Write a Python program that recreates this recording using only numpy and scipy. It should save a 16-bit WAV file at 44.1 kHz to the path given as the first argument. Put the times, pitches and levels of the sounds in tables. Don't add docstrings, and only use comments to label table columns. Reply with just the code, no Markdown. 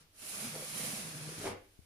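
import sys
import numpy as np
from scipy import signal
from scipy.fft import rfft, irfft
from scipy.io import wavfile
from scipy.ndimage import map_coordinates

SR = 44100
rng = np.random.default_rng(int(sys.argv[2]) if len(sys.argv) > 2 else 0)


def output_pcm(signal):
    pcm = np.clip(np.atleast_2d(signal).T, -1, 1) * 32767
    wavfile.write(sys.argv[1], SR, np.round(pcm).astype(np.int16))


N = 81585

# time_s, hiss_db, scrape_db
BLADE_SLIDE = [(0, -72.5, -64.5), (.018, -121, -64.5), (.045, -94, -121), (.11, -83, -91), (.15, -69, -68),
               (.194, -53.5, -68.5), (.232, -50.5, -55), (.28, -45, -63), (.34, -46, -52.5),
               (.425, -43.5, -52.5), (.5, -48.5, -51.5), (.6, -48.5, -55), (.73, -46.5, -53),
               (.755, -42.5, -50.5), (.87, -42, -50.5), (1.0, -47.5, -51), (1.09, -51, -54.5),
               (1.22, -53, -54), (1.35, -55, -53), (1.43, -50.5, -51), (1.472, -55, -49.5),
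               (1.5, -56, -62.5), (1.55, -77, -84)]
# freq_hz, gain_db
HISS_SPECTRUM = [(150, -50), (600, 7.5), (1200, -9.5), (2300, 2), (3400, -0.5), (5300, 2.5), (7000, 7),
                 (9000, 5.5), (15000, -3)]
# freq_hz, gain_db
SCRAPE_SPECTRUM = [(60, -37), (200, 5.5), (480, -0.5), (900, -3), (1200, 3.5), (2400, -4.5), (3500, -4.5),
                   (5500, 0), (10000, -5.5), (15000, -40)]
# time_s, level_db, pace_hz
RING_RUB = [(0, -67, 151.5), (.08, -85, 149.4), (.2, -91, 148.7), (.28, -68, 160), (.35, -61, 168.8),
            (.45, -54, 201.7), (.52, -55, 166.2), (.61, -59, 150.6), (.68, -69, 149.2),
            (.745, -52.5, 159.4), (.86, -52, 185.4), (.99, -52.5, 179), (1.06, -51.5, 160),
            (1.14, -51, 153.3), (1.25, -49.5, 155.9), (1.35, -52, 156.8), (1.44, -53.5, 166.2),
            (1.49, -84, 165)]
# freq_hz, gain_db
JUDDER_SPECTRUM = [(25, -34), (50, -22), (90, -7), (125, 8.5), (155, 0), (190, -5), (230, 4), (310, -15),
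                   (480, -12), (800, -21.5), (1500, -43.5), (5000, -65)]
# start_s, level_db, pitch_hz
PIN_CATCHES = [(.413, -51, 256), (.446, -39.5, 248), (0.465, -49, 230), (.54, -43.5, 516),
               (.551, -47.5, 732), (.559, -39, 454), (.573, -42.5, 642), (.593, -45, 437),
               (0.605, -52, 586), (.622, -42.5, 512), (.795, -44, 463.4), (.842, -43, 474.2),
               (0.866, -42, 250), (.933, -42, 220), (0.982, -43.5, 230), (1.07, -50.5, 443),
               (1.288, -42, 451.4), (1.317, -42, 389.4), (1.38, -43, 333), (1.398, -44, 273),
               (1.411, -39, 411), (1.43, -40, 297)]
# start_s, strength_db
BLADE_KNOCKS = [(1.442, -1.5), (1.45, -7), (1.4548, -5.5), (1.4628, -2.5), (1.4686, -2), (1.477, -13),
                (1.486, -11.5), (1.5, -10)]
# freq_hz, gain_db, t60_s
IRIS_MODES = [(145, -21, 0.12), (230, 0, 0.19), (291, -11.5, 0.28), (381, 6.5, 0.096), (512, 3.5, 0.042),
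              (634, -17, 0.15), (830, -5, 0.064), (1003, 3.5, 0.11), (1217, -6, 0.14), (1420, -23, 0.11),
              (1860, -34, .1), (2050, -5, .12)]
# freq_hz, gain_db
CRACK_SPECTRUM = [(80, -12), (250, -4), (600, -2.5), (1100, -9), (1500, -14.5), (2400, -18), (4000, -30),
                  (8000, -24), (15000, -56)]
# start_s, strength_db
FRAME_SHOVES = [(1.373, -9.5), (1.469, -5)]
# freq_hz, gain_db, t60_s
WALL_MODES = [(37.7, -57, 1.7), (83.1, -64, .16), (97.7, -39.5, 0.39)]
# freq_hz, gain_db
TONE_SPECTRUM = [(20, -1.5), (40, -0.5), (65, -9.5), (92, 10.5), (130, -29), (300, -11), (800, -16.5),
                 (2000, -21), (6000, -19), (10000, -26.5), (15000, -20)]
# freq_hz, t60_s
ROOM_DECAY = [(100, 0.27), (240, 0.38), (450, 0.41), (1000, 0.34), (2500, 0.41), (5000, 0.25), (11000, 0.1)]
# freq_hz, left_db, right_db
PORT_RESPONSE = [(104, 3, 2), (1270, 1.5, 1.6), (2330, 5.64, 4.46), (3780, 4, 4), (5500, 3.1, -0.6),
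                 (7500, -2.5, 0.5), (9070, 4.5, 5), (10320, -8.5, 11), (12930, -0.5, 3), (15300, -7.5, -1)]

TIME_S = np.arange(N) / SR
PORT_LAG_S = .00005


def blade_slide(count=5, lag_spread_s=.00025, patch_db=1.63, patch_hz=89.82):
    hiss_gain = undb(curve(BLADE_SLIDE))
    scrape_gain = undb(curve(BLADE_SLIDE, column=2) + 2)
    out = 0
    for place in np.linspace(-1, 1, count):
        hiss = unit_rms(colour(fibre_clicks(spread_db=7.5), HISS_SPECTRUM)) * hiss_gain
        scrape = unit_rms(colour(fibre_clicks(spread_db=5.5), SCRAPE_SPECTRUM)) * scrape_gain
        rubbing = (hiss + scrape) * undb(patch_db * wander(patch_hz))
        out += room(wall_echo(rubbing), wet_db=4.5, lag_s=PORT_LAG_S + place * lag_spread_s)
    return out / np.sqrt(count)


def fibre_clicks(spread_db):
    return rng.standard_normal(N) * undb(spread_db * np.minimum(rng.standard_normal(N), 3))


def ring_judder(lock_hz=160, slip_spread_db=2.2, flutter_db=2.5, flutter_hz=55.03):
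    pace_hz = curve(RING_RUB, column=2)
    jitter = .06 + 1.1 * np.maximum(pace_hz / lock_hz - 1, 0)
    rate_hz = pace_hz * np.exp(jitter * wander(rate_hz=150))
    slip_count = np.floor(np.cumsum(rate_hz) / SR)
    slips = np.diff(slip_count, prepend=0) - rate_hz / SR
    sizes = undb(slip_spread_db * wander(lock_hz) + flutter_db * wander(flutter_hz))
    return unit_rms(colour(slips * sizes, JUDDER_SPECTRUM)) * undb(curve(RING_RUB) - 1)


def pin_catches(t60_s=.06, rise_s=.0012):
    grit = .34 * unit_rms(colour(rng.standard_normal(N), CRACK_SPECTRUM))
    out = 0
    for start_s, level_db, pitch_hz in PIN_CATCHES:
        age_s = since(start_s)
        note = mode(age_s, pitch_hz, t60_s) + grit * decay(age_s, t60_s)
        out += undb(level_db) * note * (1 - np.exp(-age_s / rise_s))
    return out


def blade_knocks(wood_db=-49.5, crack_db=-37, mix_spread_db=2):
    grit = unit_rms(colour(rng.standard_normal(N), CRACK_SPECTRUM))
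    out = 0
    for start_s, strength_db in BLADE_KNOCKS:
        age_s = since(start_s)
        wood = 0
        for freq_hz, gain_db, t60_s in IRIS_MODES:
            polarity, size = rng.standard_normal(2)
            wood += np.sign(polarity) * undb(gain_db + mix_spread_db * size) * mode(age_s, freq_hz, t60_s)
        crack = grit * decay(age_s, t60_s=.065)
        out += undb(strength_db) * (undb(wood_db) * wood + undb(crack_db) * crack)
    return out


def wall_boom(rise_s=.012):
    out = 0
    for start_s, strength_db in FRAME_SHOVES:
        age_s = since(start_s)
        boom = sum(undb(gain_db) * mode(age_s, freq_hz, t60_s) for freq_hz, gain_db, t60_s in WALL_MODES)
        out += undb(strength_db) * boom * (1 - np.exp(-age_s / rise_s))
    return out


def microphone_bump(time_s=1.792, width_s=.001, tap_db=-42.5, thump_db=-50, right_db=-29):
    tap = np.exp(-((TIME_S - time_s) / width_s) ** 2)
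    thump = mode(since(time_s + 2 * width_s), freq_hz=74.6, t60_s=.092)
    return (undb(thump_db) * thump - undb(tap_db) * tap) * np.array([[1], [undb(right_db)]])


def wall_echo(x, travel_s=(.18, 1.47), open_delay_s=.000694, shut_delay_s=.001316, echo_db=-16):
    delay_s = np.interp(TIME_S, travel_s, (open_delay_s, shut_delay_s))
    echo = map_coordinates(x, [np.arange(N) - delay_s * SR], order=3)
    return (x + undb(echo_db) * echo) / np.hypot(1, undb(echo_db))


def room(x, wet_db, lag_s=PORT_LAG_S):
    size = 2 ** 15
    freq_hz = np.fft.rfftfreq(size, 1 / SR)
    noise_spectrum = rfft(diffuse_noise(size))
    age_s = since(.002)[:size]
    tail = 0
    for band_hz, t60_s in ROOM_DECAY:
        band = at_freq([(hz, hz == band_hz) for hz, _ in ROOM_DECAY], freq_hz)
        envelope = decay(age_s, t60_s)
        tail += irfft(noise_spectrum * band) * envelope / np.linalg.norm(envelope)
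    direct = np.array([np.roll(x, round(lag_s * SR)), x])
    reverb = signal.fftconvolve(x[None], tail, axes=1)[:, :N]
    return (direct + undb(wet_db) * reverb) / np.hypot(1, undb(wet_db))


def room_tone(level_db=-68.5):
    return unit_rms(np.array([colour(side, TONE_SPECTRUM) for side in diffuse_noise(N)])) * undb(level_db)


def diffuse_noise(size, wide_hz=880):
    mid, side = rfft(rng.standard_normal((2, size)))
    width = np.minimum(np.fft.rfftfreq(size, 1 / SR) / wide_hz + .058, 1)
    return irfft(np.array([mid + width * side, mid - width * side]) / np.hypot(1, width), size)


def undb(db):
    return 10 ** (np.asarray(db) / 20)


def unit_rms(x):
    return x / np.sqrt(np.mean(x ** 2))


def curve(rows, column=1):
    rows = np.array(rows)
    return np.interp(TIME_S, rows[:, 0], rows[:, column])


def at_freq(rows, freq_hz, column=1):
    rows = np.array(rows)
    return np.interp(np.log(np.maximum(freq_hz, 1)), np.log(rows[:, 0]), rows[:, column])


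def colour(x, rows, column=1, size=4096):
    gain = undb(at_freq(rows, np.fft.rfftfreq(size, 1 / SR), column))
    cepstrum = irfft(np.log(gain))
    cepstrum[1:size // 2] *= 2
    cepstrum[size // 2 + 1:] = 0
    return signal.fftconvolve(x, irfft(np.exp(rfft(cepstrum))))[:N]


def wander(rate_hz):
    knots = rng.standard_normal(2048)
    return unit_rms(map_coordinates(knots, [TIME_S * rate_hz], order=3, mode="mirror"))


def since(start_s):
    return np.maximum(TIME_S - start_s, 0)


def decay(age_s, t60_s):
    return (age_s > 0) * np.exp(-np.log(1000) * age_s / t60_s)


def mode(age_s, freq_hz, t60_s):
    return np.sin(2 * np.pi * freq_hz * age_s) * decay(age_s, t60_s)


def scene():
    tone = room_tone()
    turning = blade_slide() + room(ring_judder() + pin_catches(), wet_db=-7)
    closing = room(blade_knocks(), wet_db=2) + wall_boom()
    return turning + closing + microphone_bump() + tone


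def record(dry):
    left = colour(dry[0], PORT_RESPONSE, column=1)
    right = colour(dry[1], PORT_RESPONSE, column=2)
    cutoff_hz = 15400
    lowpass = signal.ellip(10, .2, 80, cutoff_hz, fs=SR, output="sos")
    return signal.sosfilt(lowpass, np.array([left, right]))


dry = scene()
out = record(dry)
output_pcm(out)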